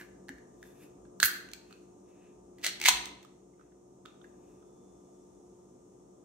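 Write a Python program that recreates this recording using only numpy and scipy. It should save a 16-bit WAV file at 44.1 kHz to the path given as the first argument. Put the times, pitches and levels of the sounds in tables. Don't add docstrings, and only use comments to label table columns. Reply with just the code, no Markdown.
import sys
import numpy as np
from scipy import signal
from scipy.fft import rfft, irfft, next_fast_len
from scipy.io import wavfile
from scipy.ndimage import map_coordinates

SR = 44100
rng = np.random.default_rng(int(sys.argv[2]) if len(sys.argv) > 2 else 0)


def digitize_waveform(pressure):
    field = np.atleast_2d(pressure).T
    bounded = np.clip(field, -1, 1)
    quanta = np.round(bounded * 32767).astype(np.int16)
    wavfile.write(sys.argv[1], SR, quanta)


N = 275437
T = np.arange(N) / SR
SWELL_DB = 35
# pitch_hz, likeness of left and right (1 = the same, 0 = unrelated)
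NEAR = [(1000, .95), (2500, .9), (4500, .3), (7000, .15), (12000, .1)]


def amp(db):
    return 10 ** (np.asarray(db) / 20)


def unit(x):
    return x / np.sqrt(np.mean(x ** 2) + 1e-20)


def along(points, hz):
    f, v = np.transpose(points)
    return np.interp(np.log(hz + 1), np.log(f + 1), v)


def wobble(rate):
    return map_coordinates(rng.standard_normal(int(N * rate / SR) + 4), [T * rate])


def filtered(x, response):
    n = x.shape[-1]
    padded = next_fast_len(n + 4096)
    return irfft(rfft(x, padded) * response(np.fft.rfftfreq(padded, 1 / SR)), padded)[..., :n]


def modes(f, table):
    total = 0
    for k, (hz, width, db) in enumerate(table):
        total = total + (-1) ** k * amp(db) * 1j * f * width / (hz * hz - f * f + 1j * f * width)
    return total


def spread(pair, alike):
    def mid_side_gains(hz):
        angle = np.arccos(np.clip(along(alike, hz), -1, 1)) / 2
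        return np.array([np.cos(angle), np.sin(angle)])
    mid, side = filtered(pair, mid_side_gains)
    return np.array([mid + side, mid - side])


def noise(spectrum, alike):
    pair = filtered(rng.standard_normal((2, N)), lambda hz: amp(along(spectrum, hz)))
    return unit(spread(pair, alike))


def add(out, s, sound):
    out[..., round(s * SR):][..., :sound.shape[-1]] += sound


def swell(s, db, rise, hold, fall):
    rise, hold, fall = np.clip([rise, hold, fall], 1e-4, None)
    below = np.maximum((s - T) / rise, (T - s - hold) / fall).clip(0)
    return amp(db - SWELL_DB * below)


def appliance():
    # pitch_hz, width_hz, relative level_db
    hum = [(58, 4.4, -72.5), (136.4, 9.7, -73.5), (182, 10, -70), (245, 19, -71), (295, 14, -67.5),
           (386, 41, -67), (468.2, 8, -77.5), (720, 50, -73.5), (909, 7.7, -79), (1240, 64, -82)]
    # pitch_hz, rms level_db before the background level is applied
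    motor_tones = [(192, -67), (355.3, -61), (429, -70), (1006.5, -80.5), (1184, -79.5)]
    # pitch_hz, relative level_db (per Hz)
    drone_colour = [(15, -49.5), (25, -31), (96, -10.5), (186, -16), (308, -15), (357, -3.5), (400, -13),
                    (520, -10), (715, -15), (1080, -24.5), (1190, -26), (1380, -32.5), (2200, -49.5),
                    (2860, -76), (4840, -120)]
    hiss_colour = [(1000, -15.5), (2000, -13.5), (3600, -13), (4600, -16), (5200, -9.5), (5700, -1.5),
                   (7000, 0.5), (7500, -4.5), (8500, -3), (9200, -11), (10500, -15.5), (11800, -16),
                   (12300, -28), (14000, -21.5), (16000, -24)]
    # pitch_hz, likeness of left and right
    background_width = [(60, 0.56), (130, 0.91), (290, 0.97), (640, -0.19), (1400, 0), (6000, .08),
                        (15000, -0.073)]
    # time_s, drone_db, hiss_db
    background_level = [(0, 1, 4), (.9, 1.5, 3), (1.4, 2, 2.5), (1.6, -0.5, 3.5), (2.5, 0, 2),
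                        (3.0, 4, 4.5), (3.3, -2.5, 2), (3.75, -3, 0.5), (4.4, 1, 3), (5.2, -0.5, 4),
                        (6.25, -1, 2)]
    whine_hz, whine_s, whine_db, whine_settles_db = 3494, 4.66, -84.5, -9.5

    def blur_response(f):
        return sum(amp(db) / w ** .5 / (1 + ((f - hz) / w) ** 2) for hz, w, db in hum)

    blur = filtered(rng.standard_normal((2, N)), blur_response)
    drone = amp(-60) * unit(spread(blur, background_width)) + amp(-63) * noise(drone_colour, background_width)
    for hz, db in motor_tones:
        drift = 0.083 * np.cumsum(wobble(12)) / SR * 2 * np.pi
        apart = np.arccos(np.clip(along(background_width, hz), -1, 1)) * np.array([[-.5], [.5]])
        level = amp(db + 3 + 0.5 * wobble(4.1))
        drone += level * np.sin(2 * np.pi * hz * T + drift + apart)

    whine_rise = np.interp(T - whine_s, [-.2, 0, .8], [-SWELL_DB, 0, whine_settles_db])
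    whine = np.sin(2 * np.pi * whine_hz * T + [[0], [.4]])
    drone += amp(whine_rise + whine_db + 2.5 * wobble(11)) * whine

    hiss = amp(-75.5) * noise(hiss_colour, background_width)
    when, drone_db, hiss_db = np.transpose(background_level)
    drone *= amp(np.interp(T, when, drone_db)) * amp([[.6], [-.6]])
    hiss *= amp(np.interp(T, when, hiss_db)) * amp([[.4], [-.4]])
    return drone + hiss


def fingers():
    # pitch_hz, width_hz, level_db
    scrape_modes = [(1700, 510, 6.5), (2550, 210, 0.5), (3550, 100, -3.5)]
    # pitch_hz, relative level_db (per Hz)
    skin_colour = [(2500, -30.5), (4500, -7.5), (8000, -5), (12500, -1), (16000, -12)]
    # full_level_s, rise_s, fall_s, body_db, pitch that rings most_hz, fizz_db
    strokes = [(0, 0.0089, 0.11, -58, 1700, -59), (.66, 0.15, 0.27, -70.5, 3380, -66.5),
               (0.831, 0.14, 0.094, -65, 2550, -63), (1.721, .25, 0.27, -71.5, 2550, -79),
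               (2.09, 0.075, 0.26, -80.5, 2550, -86.5), (2.25, .3, 0.24, -75, 2550, -95),
               (2.62, 0.087, 0.042, -68.5, 2550, -73), (3.599, 0.078, .3, -82.5, 2100, -90),
               (4.079, 0.045, 0.18, -68, 3400, -85.5), (4.25, .12, 0.21, -80.5, 2097, -84),
               (4.5, 0.38, 0.41, -79.5, 2807, -83)]
    lean_db = 16

    body = 0
    for mode in scrape_modes:
        ring = amp(mode[2]) * unit(filtered(rng.standard_normal(N), lambda f: modes(f, [mode])))
        ring_gain = 0
        for s, rise, fall, db, hz, _ in strokes:
            octaves_away = abs(np.log2(hz / mode[0]))
            ring_gain = ring_gain + swell(s, db - lean_db * octaves_away, rise, 0, fall)
        body += ring * ring_gain
    fizz_gain = sum(swell(s, db, rise, 0, fall) for s, rise, fall, _, _, db in strokes)
    fizz = fizz_gain * noise(skin_colour, NEAR)
    grain = amp(0.83 * wobble(220))
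    return grain * (body + fizz)


def click(s, db, hz, upper_db, sharp_db, rough, damping, pan_db):
    # pitch_hz, width_hz, level_db
    rim_modes = [(3340, 1800, -1.5), (6400, 600, 3), (8140, 670, -5)]
    # pitch_hz, offset while closed_db, offset once open_db
    overtones = [(2620, 1, -3.5), (3436, -3, 1), (4196, 1, -15)]
    # peak_db, t60_s
    wake_length = [(-60, .03), (-39, 0.0093), (-22, .012), (-5.5, .022)]
    open_s, scatter_db, pan_scatter_db = 2.9, 2.5, 0.5
    treble_db = -12.5

    t = np.arange(SR // 12) / SR
    t60 = np.interp(db, *np.transpose(wake_length))
    wake = amp(-60 * t / t60) * (1 - np.exp(-t / .0008)) * rng.standard_normal((2, len(t)))
    wake /= np.linalg.norm(wake[0])

    width = damping * np.log(1000) / np.pi / t60
    lid_modes = [(hz, width, 0)]
    for mode_hz, closed_db, opened_db in overtones:
        offset_db = opened_db if s > open_s else closed_db
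        lid_modes.append((mode_hz, 1.4 * width, upper_db + offset_db + scatter_db * rng.normal()))

    def lid_response(f):
        return sum(amp(g) * modes(f, [(c, w, 0)]) ** 2 for c, w, g in lid_modes)

    def crack_response(f):
        finest = amp(treble_db) * modes(f, [(11700, 15000, 0.00031)])
        return amp(sharp_db) * (modes(f, rim_modes) + finest)

    lid = filtered((t == 0) + rough * wake, lid_response)
    crack = spread(filtered(wake, crack_response), NEAR)
    sound = filtered(lid + crack, lambda f: (1j * f / (800 + 1j * f)) ** 2)
    pan_db += pan_scatter_db * rng.normal()
    level = amp(db + np.array([[pan_db], [-pan_db]]) / 2)
    return level * sound / np.abs(sound).max(axis=1, keepdims=True)


def taps_and_seal_crack():
    # start_s, peak_db (before pan), lid_pitch_hz, upper_modes_db, rim_crack_db
    lid_hits = [(0.012, -37.5, 1660, -17, -24), (0.284, -39, 1760, -13, -17.5),
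                (0.291, -31, 1730, -24, -20), (0.382, -48.5, 1700, -36, -20),
                (0.628, -39.5, 1740, -33, -19.5), (1.051, -59, 1500, -18, -23),
                (1.201, -17, 1580, -7.5, -9.5), (1.2289, -5, 1600, -14.5, -16),
                (1.2373, -16, 2150, -6.5, -10), (1.487, -45, 1970, -1.5, -10), (1.515, -41, 1700, -4, -3),
                (1.534, -29, 2230, 8.5, 9.5), (1.708, -49, 1225, -26, -22), (1.726, -43, 1380, -6, -14),
                (3.056, -28, 2000, -2.5, 4), (3.228, -46.5, 1986, -7, -9), (3.248, -46, 1220, -31, -19),
                (3.534, -69, 2084, -18, -17), (3.595, -55.5, 1300, -29, -30), (3.609, -56, 1350, -23, -30),
                (3.719, -66, 1640, -19.5, -24), (4.054, -43, 1300, -18, -30), (4.058, -38, 1337, -4, -20),
                (4.214, -52.5, 1274, -10.5, -28), (4.242, -49.5, 1690, -20, -24),
                (4.624, -59, 1251, -18, -28)]
    out = np.zeros((2, N + SR))
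    for s, db, hz, upper_db, sharp_db in lid_hits:
        rough = np.interp(db, [-55, -42], [2.5, .45])
        damping = np.interp(db, [-55, -42, -5], [3.5, 1.6, 4.2])
        add(out, s, click(s, db, hz, upper_db, sharp_db, rough, damping, pan_db=-5))
    return out[:, :N]


def thuds():
    # start_s, level_db (before the onset is softened), pitch_hz, t60_s
    dull_tones = [(.29, -46.5, 816, .03), (0.299, -39, 271, 0.14), (0.33, -51, 56, 0.23),
                  (1.229, -29, 648, 0.013), (1.231, -40.5, 250, .03), (1.234, -40.5, 85, .1),
                  (2.928, -44.5, 58, 0.37)]
    out, t = np.zeros(N + SR), np.arange(SR // 2) / SR
    for s, db, hz, t60 in dull_tones:
        onset = 1 - np.exp(-t * hz / .4)
        add(out, s, amp(db - 60 * t / t60) * onset * np.sin(2 * np.pi * hz * t))
    return out[:N]


def gas():
    # pitch_hz, relative level_db (per Hz)
    jet_colour = [(900, -40), (2000, -10.5), (5000, -12), (7000, -7.5), (9500, -9), (12000, 2.5),
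                  (13200, -12.5), (14300, 1.5), (16000, -0.5)]
    burst = swell(s=1.242, db=-21, rise=0.032, hold=0.018, fall=.03)
    splutter = amp(2.9 * wobble(370))
    return burst * splutter * noise(jet_colour, NEAR) * amp([[-1.5], [1.5]])


def can_air(s, db):
    # time_s, pitch_hz, level relative to the jolt_db
    hollow_path = [(2.62, 620, -25), (2.661, 680, -27), (2.87, 880, -22), (2.885, 950, -11.5)]
    q, pan_db = 2.4, 2.5
    when, pitch, under = np.transpose(hollow_path)
    hz = np.interp(s, when, pitch)
    impulse = 1. * (np.arange(SR // 12) == 0)
    hollow = filtered(impulse, lambda f: modes(f, [(hz, hz / q, 0)]) ** 2)
    level = amp(db + np.interp(s, when, under) + np.array([[.5], [-.5]]) * pan_db)
    return level * hollow / np.abs(hollow).max()


def tears():
    # start_s, peak_db (before pan), sharpness_db (level of the rim crack)
    jolts = [(2.5841, -48.5, -9.5), (2.593, -57.5, -8), (2.614, -53.5, -5), (2.621, -53, -2),
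             (2.6285, -42, -4.5), (2.632, -37, -5.5), (2.6373, -27, -3), (2.641, -22.5, -1.5),
             (2.645, -18, -5), (2.651, -27, -6), (2.656, -24.5, 0), (2.664, -12.5, -6), (2.672, -25.5, -4),
             (2.689, -30.5, -4.5), (2.8, -30, -5), (2.8142, -19, -5), (2.823, -36.5, -7), (2.827, -26, -10),
             (2.832, -30.5, -7), (2.839, -21, -8.5), (2.85, -21, -13.5), (2.8567, -9, -16),
             (2.861, -11, -8), (2.869, -15, -8), (2.877, -16, -8), (2.885, -4, 3.5), (2.889, -8, 1)]
    # time_s, pitch_hz (before a random change per jolt)
    lid_climb = [(2.64, 2000), (2.87, 2250)]
    upper_over_sharp_db = -2
    out = np.zeros((2, N + SR))
    for s, db, sharp_db in jolts:
        hz = np.interp(s, *np.transpose(lid_climb)) * (1 + rng.normal() / 16)
        upper_db = sharp_db + upper_over_sharp_db
        add(out, s, click(s, db, hz, upper_db, sharp_db, rough=0.74, damping=4.2, pan_db=-1.35))
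        add(out, s, can_air(s, db))
    return out[:, :N]


def rip():
    # full_force_s, rise_s, hold_s, level_db
    pulls = [(2.653, .03, 0.037, -38.5), (2.863, 0.051, .033, -28)]
    # pitch_hz, relative level_db (per Hz)
    foil_colour = [(700, -38), (1300, -9), (2000, -7), (2800, -3.5), (4400, 0), (5200, -13.5), (6000, -6.5),
                   (8000, -10.5), (11000, -16), (16000, -23.5)]
    force = sum(swell(s, db, rise, hold, fall=.025) for s, rise, hold, db in pulls)
    return force * amp(3.4 * wobble(600)) * noise(foil_colour, NEAR)


def room(x):
    # pitch_hz, t60_s
    tail_decay = [(300, .7), (800, .62), (2000, .54), (4000, .51), (6000, .43), (8000, .38), (11000, .33),
                  (16000, .27)]
    # delay_s, level_db
    wall_echoes = [(.0095, -13), (.0195, -16), (.006, -17), (.014, -17), (.027, -19)]
    out, step = np.zeros((2, N + 2 * SR)), SR // 10
    for start in range(0, N, step):
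        hz, t, z = signal.stft(rng.standard_normal((2, SR * 3 // 4)), SR, nperseg=256)
        decay = amp(-60 * t / along(tail_decay, hz)[:, None])
        tail = signal.istft(z * decay, SR, nperseg=256)[1]
        fade_in = np.clip(np.arange(tail.shape[1]) / SR / .008, 0, 1)
        tail *= amp(-5) / np.linalg.norm(tail[0]) * fade_in
        for k, (delay, db) in enumerate(wall_echoes):
            tail[:, round(delay * SR) + 9 * (k % 2)] += amp(db) * np.array([1, (-1) ** k * 0.74])
        add(out, start / SR, signal.fftconvolve(x[None, start:start + step], tail, axes=1))
    return out[:, :N]


def scene():
    can = fingers() + taps_and_seal_crack() + gas() + tears() + rip()
    echo = room(can.mean(axis=0))
    can[0] = np.roll(can[0], 2)
    return can + echo + thuds() + appliance()


def record(dry):
    top_hz = 15850

    def microphone(hz):
        low_cut = (1j * hz / (25 + 1j * hz)) ** 2
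        return low_cut * np.clip((top_hz + 150 - hz) / 300, 0, 1) ** 2

    return filtered(dry, microphone)


dry = scene()
out = record(dry)
digitize_waveform(out)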